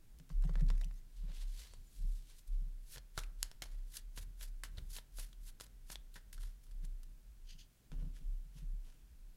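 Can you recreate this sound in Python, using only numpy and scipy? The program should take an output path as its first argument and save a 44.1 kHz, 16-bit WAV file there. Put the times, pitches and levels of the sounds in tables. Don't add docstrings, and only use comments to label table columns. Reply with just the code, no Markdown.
import sys
import numpy as np
from scipy import signal
from scipy.fft import rfft, irfft
from scipy.io import wavfile
from scipy.ndimage import uniform_filter1d

SR = 44100
rng = np.random.default_rng(int(sys.argv[2]) if len(sys.argv) > 2 else 0)


def output_pcm(signal):
    pcm = np.clip(np.atleast_2d(signal).T, -1, 1) * 32767
    wavfile.write(sys.argv[1], SR, np.round(pcm).astype(np.int16))


N = 412776
CONTROL_S = np.arange(0, N, 32) / SR


def amp(db):
    return 10 ** (np.asarray(db) / 20)


def evened(x):
    return x / np.sqrt(np.mean(x ** 2) + 1e-20)


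def unit(x):
    return x / np.sqrt(np.sum(x ** 2) + 1e-20)


def read(points, hz):
    point_hz, value = np.transpose(points)
    return np.interp(np.log(hz + 1), np.log(point_hz + 1), value)


def follow(rows, t, axis=1):
    rows = np.asarray(rows)
    return np.interp(t, rows[:, 0], rows[:, axis])


def add(mix, start_s, sound):
    part = mix[max(round(start_s * SR), 0):][:len(sound)]
    part += sound[:len(part)]


def per_sample(control):
    return np.interp(np.arange(N) / SR, CONTROL_S, control)


def drift(rate_hz):
    hz = np.fft.rfftfreq(N, 1 / SR)
    return evened(irfft(rfft(rng.standard_normal(N)) / (1 + (hz / rate_hz) ** 4), N))


def coloured_noise(colour):
    spectrum = rfft(rng.standard_normal(N))
    return irfft(spectrum * amp(read(colour, np.fft.rfftfreq(N, 1 / SR))), N)


def swell(peak_s, rise_s, fall_s, shape):
    t = CONTROL_S - peak_s
    away = np.maximum(-t / rise_s, t / fall_s)
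    return amp(-20 * np.minimum(away ** shape, 10))


def soft_blow(hz, soft_s):
    t = np.arange(SR // 2) / SR
    u = t / (2 * soft_s)
    return u ** 2 * np.exp(1 - u ** 2) * np.sin(2 * np.pi * hz * t)


# [dB per Hz, relative]
ROOM_TONE_COLOUR = [(50, 24.5), (80, 14.5), (115, 22.5), (160, 16), (260, 10.5), (400, 4.5), (700, -0.5),
                    (1200, -4), (1530, -0.5), (1800, -3), (5000, -4.5), (11000, -5), (15500, -6.5)]


def room_tone(level_db=-68, low_hz=450, waver_db=1.1):
    noise = coloured_noise(ROOM_TONE_COLOUR)
    low_share = 1 / (1 + (np.fft.rfftfreq(N, 1 / SR) / low_hz) ** 4)
    hum = irfft(rfft(noise) * low_share, N)
    hiss = noise - hum
    return amp(level_db) * evened(hum * amp(waver_db * drift(7)) + hiss)


# pitch_hz [Hz], t60_s [s to fall 60 dB]
ROOM_DECAY = [(150, 0.71), (1000, 0.48), (4000, 0.24), (14000, 0.055)]


def room(x, delay_s=0.003):
    hz, t, z = signal.stft(rng.standard_normal(SR // 2), SR, nperseg=256)
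    decay = amp(-60 * t / read(ROOM_DECAY, hz)[:, None])
    tail = signal.istft(z * decay, SR, nperseg=256)[1]
    tail = tail * (np.arange(len(tail)) > delay_s * SR)
    return signal.fftconvolve(x, unit(tail))[:N]


ARMS_LIFTED_S, LIFTED_DB = (7.66, 7.91), -19.5
PRESS_SHAPE, RELEASE_SHAPE = 2.66, 1.7
# peak_s [s], sway_db [dB],
# rub_db [dB before the trim in handling], swell_s [s per 20 dB], fade_s [s per 20 dB]
LEANING_HANDS = [(.41, -30, -55, 0.097, 0.14), (.67, -29, -52.5, 0.23, 0.31),
                 (1.26, -40, -60.5, 0.12, 0.19), (1.47, -39, -83, .13, 0.18), (1.8, -53, -63, 0.16, 0.11),
                 (2.07, -34, -55.5, 0.099, 0.17), (2.55, -34, -64, 0.082, 0.19),
                 (2.74, -45, -79, 0.22, 0.21), (3.27, -43, -69, 0.16, 0.095),
                 (3.42, -44.5, -71, 0.095, 0.11), (3.801, -42, -88, 0.18, .17),
                 (4.08, -48, -80, 0.087, 0.13), (4.24, -47, -60, 0.13, 0.17), (4.52, -45, -78, 0.21, 0.32),
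                 (4.82, -49.5, -53, 0.19, 0.092), (4.92, -46, -60.5, 0.13, .12),
                 (5.22, -43.5, -77, 0.1057, .1), (5.43, -48, -81, 0.12, 0.167),
                 (5.85, -53.5, -80, 0.21, .45), (6.44, -41.5, -59, 0.13, .15), (6.86, -41, -62, .22, .3),
                 (7.28, -55, -75, 0.065, 0.074), (7.501, -50.5, -71.5, 0.19, 0.2204),
                 (7.99, -39, -56, 0.085, 0.25), (8.29, -37, -56.5, 0.07, 0.21),
                 (8.72, -39, -74, 0.14, 0.19), (9.26, -52, -81, 0.12, 0.066)]


def leaning(resting_db, axis):
    lifted = (CONTROL_S > ARMS_LIFTED_S[0]) & (CONTROL_S < ARMS_LIFTED_S[1])
    power = amp(resting_db + LIFTED_DB * uniform_filter1d(1. * lifted, size=60)) ** 2
    for row in LEANING_HANDS:
        peak_s, swell_s, fade_s = row[0], row[-2], row[-1]
        shape = np.where(CONTROL_S < peak_s, PRESS_SHAPE, RELEASE_SHAPE)
        power = power + (amp(row[axis]) * swell(peak_s, swell_s, fade_s, shape)) ** 2
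    return per_sample(np.sqrt(power))


def sway(mode_hz=33.6, wander=0.0366, still_wander=0.403, nudge_db=-55, fidget_db=6):
    level = leaning(resting_db=-59, axis=1)
    still = 1 / (1 + (level / amp(nudge_db)) ** 2)
    pitch_hz = mode_hz * (1 + (wander + still_wander * still) * drift(11))
    fidget = amp(fidget_db * still * np.tanh(drift(7.9)))
    return np.sqrt(2) * level * fidget * np.sin(2 * np.pi * np.cumsum(pitch_hz) / SR)


# [dB per Hz, relative]
RUB_COLOUR = [(25, -5), (50, 3), (78, 5.5), (110, -3.5), (180, -13.5), (260, -22.5), (400, -27), (700, -42),
              (2000, -44)]


def handling(trim_db=-1, lumpy_db=1.5):
    lumps = amp(trim_db + lumpy_db * drift(14))
    return evened(coloured_noise(RUB_COLOUR)) * leaning(resting_db=-77.5, axis=2) * lumps


# pitch_hz [Hz], level_db [dB, relative], t60_s [s to fall 60 dB]
TOP_MODES = [(144, -13, 0.085), (180, -25, 0.047), (260, 2.5, 0.34), (339, -9.5, 0.19), (477, -2, 0.1),
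             (605, -9, 0.14)]
# [dB, ring of the top against the thud]
TABLE_THUMPS = [(.194, -54, -13), (.297, -47, -19.5), (.441, -37, -22), (.489, -42, -20),
                (.553, -45.5, -16.5), (0.611, -33, -21.5), (0.653, -54, -25), (.696, -48, -19),
                (.801, -60, -21), (0.847, -50, -21), (.903, -65, -22), (1.226, -51, -18),
                (1.285, -55.5, -13.5), (1.988, -57.5, -28), (2.031, -53, -35), (2.605, -55, -29),
                (2.655, -57, -23), (6.822, -52, -21.5), (6.865, -69, -20), (7.537, -62.5, -15),
                (7.912, -48.5, -11), (7.973, -54, -11), (8.017, -45.5, -11.5), (8.053, -48, -27),
                (8.198, -57.5, -18), (8.445, -60, -20), (8.547, -52.5, -18), (8.614, -50.5, -19.5),
                (8.723, -57, -22.5)]


def thumps(trim_db=0.7, thud_hz=151, soft_s=0.0092):
    t, out = np.arange(SR // 2) / SR, np.zeros(N)
    ring = sum(amp(db - 60 * t / t60_s) * np.sin(2 * np.pi * hz * t) for hz, db, t60_s in TOP_MODES)
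    ring *= 1 - np.exp(-t / soft_s)
    for start_s, level_db, ring_db in TABLE_THUMPS:
        thud = soft_blow(thud_hz * rng.uniform(.97, 1.03), soft_s)
        add(out, start_s, amp(level_db + trim_db) * (thud + amp(ring_db) * ring))
    return out


# time_s [s], pitch_hz [Hz], level_db [dB peak]
FACE_SQUEAKS = [
    [(1.66, 3900, -84), (1.71, 4400, -73), (1.755, 4500, -75), (1.79, 4100, -89), (1.805, 4020, -90)],
    [(1.80, 7350, -93), (1.84, 7200, -91), (1.88, 7100, -71), (1.905, 6940, -95)],
]


def squeaks(unsteady=0.012):
    t, out = np.arange(N) / SR, np.zeros(N)
    for rows in FACE_SQUEAKS:
        pitch_hz = follow(rows, t) * (1 + unsteady * drift(200))
        sounding = (t > rows[0][0]) * (t < rows[-1][0])
        level = amp(follow(rows, t, axis=2))
        out += sounding * level * np.sin(2 * np.pi * np.cumsum(pitch_hz) / SR)
    return out


def octaves(hz):
    return np.log2(np.clip(hz, 500, 11500) / 4000)


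def causal(db):
    log_gain = np.log(amp(np.r_[db, db[-2:0:-1]]))
    return np.fft.ifft(np.exp(np.conj(signal.hilbert(log_gain)))).real[:len(db)]


# [dB per Hz, relative]
CARD_COLOUR = [(120, 0.5), (300, -11), (520, -8), (740, -11), (1000, -5), (1200, -8), (1600, -1),
               (2300, -6), (2900, -1), (4300, 0.5), (7000, -2), (10500, -4), (13000, -12), (15500, -13)]


def strike(level_db, tilt, ring_hz, ring_db, crack, settle_s, ring_width, chatter_db, bounce=0.27):
    t, hz = np.arange(4096) / SR, np.fft.rfftfreq(2048, 1 / SR)
    spikes = np.minimum(rng.exponential(1, len(t)), 4)
    chatter = rng.standard_normal(len(t)) * amp(chatter_db * spikes)
    crack = np.clip(crack, .02, .97)
    force = np.sqrt(1 - crack) * unit(chatter * np.exp(-t / settle_s) * (t > 0))
    force[0] = np.sqrt(crack)
    returns_s = rng.uniform(.0003, .0012, (3, 1))
    echoes = abs(1 - bounce * np.exp(-2j * np.pi * hz * returns_s))
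    ripple_db = 20 * np.log10(echoes).sum(0)
    resonance_db = ring_db / (1 + ((hz / ring_hz - 1) / ring_width) ** 2)
    spectrum_db = read(CARD_COLOUR, hz) + tilt * octaves(hz) + resonance_db + crack * ripple_db
    sound = signal.fftconvolve(force, causal(spectrum_db))
    return amp(level_db) * unit(sound) * np.sqrt(.005 * SR)


# [dB, middle of the spread]
LOOSE_EDGES = [(.46, 0.795, 24, -70.5), (6.361, 6.521, 30, -68), (6.618, 6.719, 20, -69),
               (8.84, 8.981, 14, -74)]


def ticks(tilt=-1.5, ring_hz=1800, spread_db=4):
    out = np.zeros(N)
    for from_s, to_s, rate, level_db in LOOSE_EDGES:
        count = max(round((to_s - from_s) * rate), 1)
        for k, (place, size, bright, pitch) in enumerate(rng.uniform(-1, 1, (count, 4))):
            start_s = from_s + (to_s - from_s) * (k + .5 + .5 * place) / count
            tick = strike(level_db + spread_db * size, tilt + 2 * bright, ring_hz * 2 ** (.5 * pitch),
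                          ring_db=3, crack=0.18, settle_s=0.0062, ring_width=0.4, chatter_db=11.0)
            add(out, start_s, tick)
    return out


# [dB, air in the palm]
PACKET_SLAPS = [(3.1773, -36.5, -3.5, 1250, 10, 0.0053, -46), (3.6206, -46.5, -1, 2020, 17, 0.0064, -62),
                (4.1757, -46.5, -3.5, 1770, 4.5, 0.0079, -61), (4.4105, -51, -2.5, 3420, 5, 0.0081, -69),
                (4.6359, -43, -0.5, 1800, 8, 0.0025, -68), (5.1859, -51, -4.5, 7780, 2, 0.015, -56),
                (5.9015, -49, -4, 1680, 1, 0.0035, -60.5), (6.158, -49.5, -3.5, 1830, 12, 0.014, -63)]


def slaps(palm_hz=112, push_s=0.0026):
    out = np.zeros(N)
    for start_s, level_db, tilt, ring_hz, ring_db, settle_s, push_db in PACKET_SLAPS:
        slap = strike(level_db, tilt, ring_hz, ring_db, crack=0.12, settle_s=settle_s,
                      ring_width=0.21, chatter_db=7.0)
        add(out, start_s, slap)
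        add(out, start_s, amp(push_db) * soft_blow(palm_hz, push_s))
    return out


# start_s [s], level_db [dB], tilt [dB per octave], ring_hz [Hz], ring_db [dB],
# crack [share of the first crack 0-1, held within .02-.97]
EDGE_SNAPS = [(.187, -65, 6, 8450, -3, 0.1), (.1991, -64, -3, 1880, 5, .5), (.293, -65, 2, 1240, 14, 0.3),
              (0.3019, -58, -8, 1250, 10, 0.24), (.4235, -63, 1, 1250, 12, .3),
              (0.439, -56, -7.5, 4990, 7, .35), (0.4503, -57, -12.5, 2000, 7, 0.5),
              (0.4933, -50, -9.5, 1300, 10, 0.4), (.5394, -66, -4, 2000, 5, .5),
              (0.5557, -49, -7.5, 1980, 8.5, 0.76), (.5775, -60, -8, 2000, 6, .4),
              (0.5976, -62, -4, 1420, 6, 0.2), (.6082, -56.5, -5, 2270, 1, 0.4),
              (.683, -61, -4, 1250, 2, 0.2), (.6882, -58, -3, 4660, 6, 0.5),
              (.7026, -46.5, -5, 1200, 5.5, 0.72), (0.7793, -64, 2, 2140, 15, 0.12),
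              (.8135, -55, -2, 2180, 7, 0.4), (.8373, -58.5, 0, 2920, 32, .6),
              (.8452, -56, 1, 2070, -3, 0.86), (.911, -62, -7, 2020, 10, .4),
              (1.7369, -57.5, -5, 8500, 14, 0.75), (2.9598, -52.5, -3.5, 1680, 9, 0.3),
              (2.972, -49.5, -6, 1283, -8, 0.33), (2.981, -51, -3, 4080, 3, 0.4),
              (3.1887, -43.5, -3, 6620, 5, 0.14), (3.236, -53, -0.5, 2310, 21, .6),
              (3.4293, -32, 2.5, 8000, 1.5, 1), (3.515, -55, -2.5, 4990, 2, 0.77),
              (3.6215, -40.5, -1.8, 2030, -4, 0.52), (3.6585, -57, -6, 1610, -10, 0.33),
              (3.9695, -44.5, 5, 4230, 3, 0.84), (3.972, -49, 5, 4500, 10, 0.52),
              (4.773, -59, 3, 3840, 19, .1), (4.782, -51, -7, 3700, 17, 0), (4.9645, -48, -1, 4040, 9, .03),
              (4.984, -49.5, -4.5, 3640, 7, 0.07), (5.33, -61, -1, 3250, 12, 0.66),
              (5.6002, -54, -2, 1185, 10, .7), (5.6099, -48, -4, 8100, 10, 0.9),
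              (5.666, -63, -1, 8100, 4, 0.62), (5.9025, -57, 2, 1270, -9, 0.7),
              (5.9569, -45.5, -2.3, 3480, 14, 1), (6.142, -59, 9, 3800, 17, 0.24),
              (6.3289, -54.5, 6, 1760, 19.5, 0.4), (6.3793, -59.5, -2, 1402, 14, .3),
              (6.4358, -61.5, -5, 1265, 10, 0.5), (6.851, -59.5, 6.5, 8100, 6, 0.4),
              (7.0322, -61.5, 3.5, 1263, 11, 0.2), (7.918, -57.5, -5.5, 1260, 5, 0.81),
              (8.0252, -65, -9, 702.6, 9, 0.45), (8.1663, -66.5, -2.3, 1724, 23, .3)]


def snaps():
    out = np.zeros(N)
    for start_s, level_db, tilt, ring_hz, ring_db, crack in EDGE_SNAPS:
        snap = strike(level_db, tilt, ring_hz, ring_db, crack, settle_s=0.0044, ring_width=0.25, chatter_db=1.5)
        add(out, start_s, snap)
    return out


DULLING, DULLING_S = 0.95, 0.024


def slide(strokes, colour, trim_db, grit_db, judder_db, patchy_db, shape):
    power = np.array([(amp(level_db) * swell(peak_s, swell_s, fade_s, shape)) ** 2
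                      for peak_s, level_db, swell_s, fade_s, _ in strokes])
    tilts = np.array([tilt - DULLING * np.tanh((CONTROL_S - peak_s) / DULLING_S)
                      for peak_s, *_, tilt in strokes])
    tilt = (tilts * power).sum(0) / power.sum(0)
    catches = rng.standard_normal(N) * amp(grit_db * np.minimum(rng.exponential(1, N), 5))
    hz, at_s, z = signal.stft(evened(catches), SR, nperseg=512, noverlap=384)
    patches = uniform_filter1d(rng.standard_normal(z.shape), size=5, axis=0)
    patches = evened(uniform_filter1d(patches, size=12, axis=1))
    brightness_db = octaves(hz)[:, None] * np.interp(at_s, CONTROL_S, tilt)
    gain = amp(read(colour, hz)[:, None] + brightness_db + patchy_db * patches)
    gain /= np.sqrt(np.mean(gain ** 2, axis=0))
    hiss = signal.istft(z * gain, SR, nperseg=512, noverlap=384)[1][:N]
    return hiss * per_sample(np.sqrt(power.sum(0))) * amp(trim_db + judder_db * drift(83))


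# peak_s [s, fastest],
# level_db [dB before trim], swell_s, fade_s [s per 20 dB], tilt [dB per octave at the peak]
RIFFLE_STROKES = [(.305, -70.5, 0.021, 0.058, -0.5), (.446, -62, 0.0089, 0.04, -3),
                  (.5, -60.5, 0.017, .04, -4.5), (.6, -64, 0.079, 0.046, -5), (.707, -65, .005, 0.06, -4.5),
                  (.82, -64, 0.054, 0.053, -1), (.97, -74.5, 0.15, 0.072, 2)]
# [dB per Hz, relative]
RIFFLE_SPECTRUM = [(200, -3), (480, -11), (720, 0), (1000, -9), (1450, -16), (2000, 7), (2400, -14),
                   (3000, -8), (4500, -3), (7000, -3.5), (11000, -10), (15500, -16)]


def riffle():
    return slide(RIFFLE_STROKES, RIFFLE_SPECTRUM, trim_db=1.5, grit_db=3, judder_db=3.0, patchy_db=5, shape=1.0)


SQUARE_STROKES = [(1.17, -70.5, 0.11, 0.14, 3), (1.305, -63.5, 0.097, 0.15, -5),
                  (1.365, -59.5, 0.1, 0.092, 3), (1.425, -56.5, 0.064, 0.039, 2),
                  (1.607, -55.5, 0.18, 0.17, 3), (1.95, -67.5, 0.17, 0.43, 7),
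                  (2.175, -66.5, 0.24, 0.11, 5.5), (2.3, -62, 0.073, 0.1, 3),
                  (2.39, -60, 0.039, 0.031, 7.5), (2.478, -65.5, 0.016, .035, 8.5),
                  (2.53, -76, 0.047, .3, 2)]
SQUARE_SPECTRUM = [(200, -12), (480, 0.5), (720, -7.5), (1000, 0), (1250, -7), (1550, -2), (2300, -3),
                   (2800, -1), (4000, 0), (6000, -5.5), (9000, -9), (12000, -12.5), (15500, -24)]


def push_together():
    return slide(SQUARE_STROKES, SQUARE_SPECTRUM, trim_db=-1.5, grit_db=3, judder_db=1.7, patchy_db=0.5, shape=0.93)


CUT_STROKES = [(7.508, -60, 0.048, 0.065, -1.1), (7.597, -61, 0.021, 0.057, 0.53)]
CUT_SPECTRUM = [(400, -22), (1150, -33), (1550, -14), (2200, -11), (2800, 0), (3200, 0.5), (3900, -6.5),
                (4800, 2), (5400, -6), (6400, -1), (7600, -15), (11000, -14.5), (15500, -30)]


def cut():
    return slide(CUT_STROKES, CUT_SPECTRUM, trim_db=-0.4, grit_db=1.5, judder_db=2.5, patchy_db=-1.0, shape=1.74)


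TABLE_STROKES = [(7.922, -60.5, 0.0039, 0.057, -4.5), (8.03, -64.5, 0.12, 0.12, -5.5),
                 (8.167, -71.5, .06, 0.1, 0.5), (8.58, -67, 0.049, 0.076, 0.5),
                 (8.865, -73, 0.061, 0.22, -0.5)]
TABLE_SPECTRUM = [(250, 10.5), (450, -2), (750, -2.5), (1500, -3), (2300, -1.5), (3000, 3.5), (4300, -1.5),
                  (5600, 0), (8000, -4.5), (11000, -3), (15500, -20)]


def set_down():
    return slide(TABLE_STROKES, TABLE_SPECTRUM, trim_db=3.0, grit_db=4.0, judder_db=1.5, patchy_db=0.5, shape=1.22)


OVERHAND_STROKES = [(2.948, -49.5, .085, 0.028, .5), (3.186, -52.5, 0.033, 0.075, -2),
                    (3.434, -60, 0.051, 0.11, -2), (3.626, -51.5, 0.0046, 0.049, -3),
                    (3.72, -70, 0.1, 0.21, -3), (3.968, -50.5, 0.071, 0.041, 0),
                    (4.18, -52, 0.033, .045, 0.5), (4.232, -57.5, 0.027, 0.014, -1),
                    (4.425, -50.5, 0.04, 0.06, 0), (4.64, -48, .004, 0.042, -3),
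                    (4.785, -58, 0.026, .02, -6), (4.958, -49.5, 0.071, 0.053, 0.5),
                    (5.197, -50, 0.051, 0.085, 1), (5.48, -54.5, 0.06, 0.038, 1),
                    (5.608, -53, 0.0094, 0.066, -0.5), (5.925, -48.5, 0.048, 0.036, -0.5),
                    (6.16, -59.5, 0.034, 0.046, -0.5), (6.331, -53.5, 0.0031, 0.032, 1),
                    (6.425, -61, 0.063, 0.12, -1), (6.64, -71, .025, 0.085, 1),
                    (6.847, -63.5, 0.022, 0.019, -4.5)]
OVERHAND_SPECTRUM = [(150, -15.5), (450, -6.5), (700, -12), (1000, -6), (1200, -11), (1450, -3),
                     (1900, -2.5), (2300, -4.5), (3600, 0.5), (6000, 0), (8000, -1), (11000, 2),
                     (13000, -3), (15500, -11)]


def overhand():
    return slide(OVERHAND_STROKES, OVERHAND_SPECTRUM, trim_db=-2.0, grit_db=1.5, judder_db=2.5, patchy_db=1.0,
                 shape=1.18)


def cards():
    strokes = riffle() + push_together() + overhand() + cut() + set_down()
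    return strokes + snaps() + slaps() + ticks() + squeaks()


def scene():
    near = cards() + thumps()
    return (near + amp(-19) * room(near) + sway() + handling() + room_tone())[None]


def record(dry, edge_hz=15900):
    low_pass = signal.firwin(511, edge_hz, window=("kaiser", 9), fs=SR)
    return signal.oaconvolve(dry, low_pass[None], "same")


dry = scene()
out = record(dry)
output_pcm(out)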